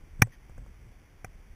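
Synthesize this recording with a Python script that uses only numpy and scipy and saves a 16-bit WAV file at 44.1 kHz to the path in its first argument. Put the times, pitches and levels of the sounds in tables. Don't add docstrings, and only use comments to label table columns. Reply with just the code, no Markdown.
import sys
import numpy as np
from scipy import signal
from scipy.fft import rfft, irfft
from scipy.io import wavfile

SR = 44100
rng = np.random.default_rng(int(sys.argv[2]) if len(sys.argv) > 2 else 0)


def file_out(sig):
    cols = np.atleast_2d(sig).T
    lim = np.clip(cols, -1, 1)
    pcm = np.round(lim * 32767).astype(np.int16)
    wavfile.write(sys.argv[1], SR, pcm)


N = 68355


def from_db(db):
    return 10 ** (np.asarray(db) / 20)


def unit_rms(x):
    return x / np.sqrt(np.mean(x ** 2) + 1e-20)


def butterworth(x, order, corner_hz, kind="low"):
    return signal.sosfilt(signal.butter(order, corner_hz, kind, fs=SR, output="sos"), x)


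def clicks(times, db):
    out, at = np.zeros(N), np.asarray(times) * SR
    whole = at.astype(int)
    np.add.at(out, whole, from_db(db) * (1 - at % 1))
    np.add.at(out, whole + 1, from_db(db) * (at % 1))
    return out


def ring(x, hz, t60):
    decay = np.exp(-np.log(1000) / (t60 * SR))
    turn = 2 * np.pi * hz / SR
    return signal.lfilter([0, np.sin(turn)], [1, -2 * decay * np.cos(turn), decay * decay], x + 1e-18)


def noise(spectrum):
    hz, db = np.transpose(spectrum)
    bins_hz = np.maximum(np.fft.rfftfreq(N, 1 / SR), 1)
    colour = from_db(np.interp(np.log(bins_hz), np.log(hz), db))
    return unit_rms(irfft(rfft(rng.standard_normal(N)) * colour, N))


def distant_hiss(level_db=-63):
    # (frequency [Hz], relative level [dB])
    spectrum = [(100, -17.5), (300, 13), (520, 7), (680, 4.5), (820, 5), (1200, 2.5), (1800, 3.5),
                (2250, 6.5), (2700, -1.5), (3450, -3.5), (3900, -9.5)]
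    return from_db(level_db) * noise(spectrum)


def rumble():
    # (time [s], level [dB])
    swells = [(0, -48), (.17, -48), (.3, -48.5), (.345, -54.5), (.52, -48), (.555, -48), (.6, -42.5),
              (.76, -51), (0.879, -46), (.926, -51.5), (.988, -49.5), (1.06, -56.5), (1.2, -49.5),
              (1.326, -48), (1.44, -52.5), (1.55, -49)]
    # (frequency [Hz], relative level [dB])
    spectrum = [(10, -50.5), (22, 7.5), (42, -0.5), (70, -3), (125, -11.5), (230, -20.5), (400, -38.5),
                (800, -67.5)]
    level_db = np.interp(np.arange(N) / SR, *np.transpose(swells))
    return from_db(level_db) * noise(spectrum)


def rub(peak_s=.337, width_s=.015, gain_db=-69.5):
    # (frequency [Hz], bandwidth [Hz], relative level [dB])
    resonances = [(1890, 300, 9), (3100, 160, -4)]
    t, friction = np.arange(N) / SR, rng.standard_normal(N)
    tone = sum(from_db(db) * unit_rms(signal.lfilter(*signal.iirpeak(hz, hz / width, fs=SR), friction))
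               for hz, width, db in resonances)
    swell = np.exp(-.5 * ((t - peak_s) / width_s) ** 2)
    return from_db(gain_db) * tone * swell


def grit(times, db, t60=.016):
    decay = np.exp(-np.log(1000) / (t60 * SR))
    envelope = signal.lfilter([1], [1, -decay], clicks(times, db) + 1e-18)
    return envelope * rng.standard_normal(N)


def case_ring(times, db, place):
    # (frequency [Hz], gain struck at corner [dB], gain struck on panel [dB], t60 [s])
    modes = [(219, -13.5, -15, 0.026), (360, 2, -1.03, 0.0039), (535, -30.5, 6, .028),
             (749, -9, -3.5, 0.027), (825.4, -1.5, -18, 0.017), (1037, -12, -33, 0.029),
             (1180, -3.5, -15, 0.015), (1566, -4, .5, 0.014), (1715, -9.5, -0.74, 0.018),
             (1909, -10.5, -18.5, .028), (1970, -15.5, -9.5, .018), (2366, 0.5, -10.5, 0.016),
             (2577, -31.5, -8, 0.009)]
    return sum((-1) ** k * ring(clicks(times, db + corner_db * (1 - place) + panel_db * place), hz, t60)
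               for k, (hz, corner_db, panel_db, t60) in enumerate(modes))


def finger_bumps(grit_boost_db=6.5):
    # (time [s], strength [dB], softness as a low-pass corner [Hz])
    touches = [(.131, -63, 910), (.1932, -45, 800), (.2700, -39.5, 600), (.4949, -44.5, 650),
               (.5779, -40, 790), (.616, -54, 650), (.662, -49.5, 1180), (.918, -53, 1194),
               (.945, -62, 500)]
    bumps = np.zeros(N)
    for time, db, soft_hz in touches:
        contact = case_ring([time], db, place=.8) + grit([time], db + grit_boost_db)
        bumps += butterworth(contact, order=1, corner_hz=soft_hz)
    return butterworth(bumps, order=4, corner_hz=1559)


def mount_thuds():
    # (time [s], strength [dB])
    jolts = [(0.196, -31.5), (0.2195, -9.5), (.497, -44), (.583, -43), (.666, -58.5), (.865, -47.5),
             (1.2449, -41)]
    # (frequency [Hz], gain [dB], t60 [s])
    modes = [(114.2, -1, 0.096), (140, -3.5, 0.06)]
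    push = clicks(*np.transpose(jolts))
    shake = sum(from_db(db) * ring(push, hz, t60) for hz, db, t60 in modes)
    return butterworth(shake, order=1, corner_hz=33, kind="high")


def knocks():
    # (time [s], strength [dB], place struck [0 stiff corner to 1 panel], grit level [dB])
    contacts = [(.2171, -23.5, 0.71, -49), (.2199, -9.8, 0.36, -32.5), (.2204, -4, 0.095, -13.5),
                (.2238, -32, .49, -35), (1.2451, -28, 0.896, -58), (1.2460, -29.5, 0.91, -53.5),
                (1.2498, -51, 0.44, -72)]
    times, db, place, grit_db = np.transpose(contacts)
    ringing = butterworth(case_ring(times, db, place), order=6, corner_hz=2976)
    return ringing + grit(times, grit_db)


def scene():
    return (knocks() + mount_thuds() + finger_bumps() + rub() + rumble() + distant_hiss())[None]


def record(dry, clock_hz=8000, clip_level=.8, cutoff_hz=15400):
    slow = signal.resample_poly(dry, clock_hz, SR, axis=1)
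    clipped = np.clip(slow, -clip_level, clip_level)
    held = np.repeat(clipped, 6, axis=1)
    steps = signal.resample_poly(held, SR, 6 * clock_hz, axis=1)[:, :N]
    return signal.sosfilt(signal.ellip(8, .3, 70, cutoff_hz, fs=SR, output="sos"), steps)


dry = scene()
out = record(dry)
file_out(out)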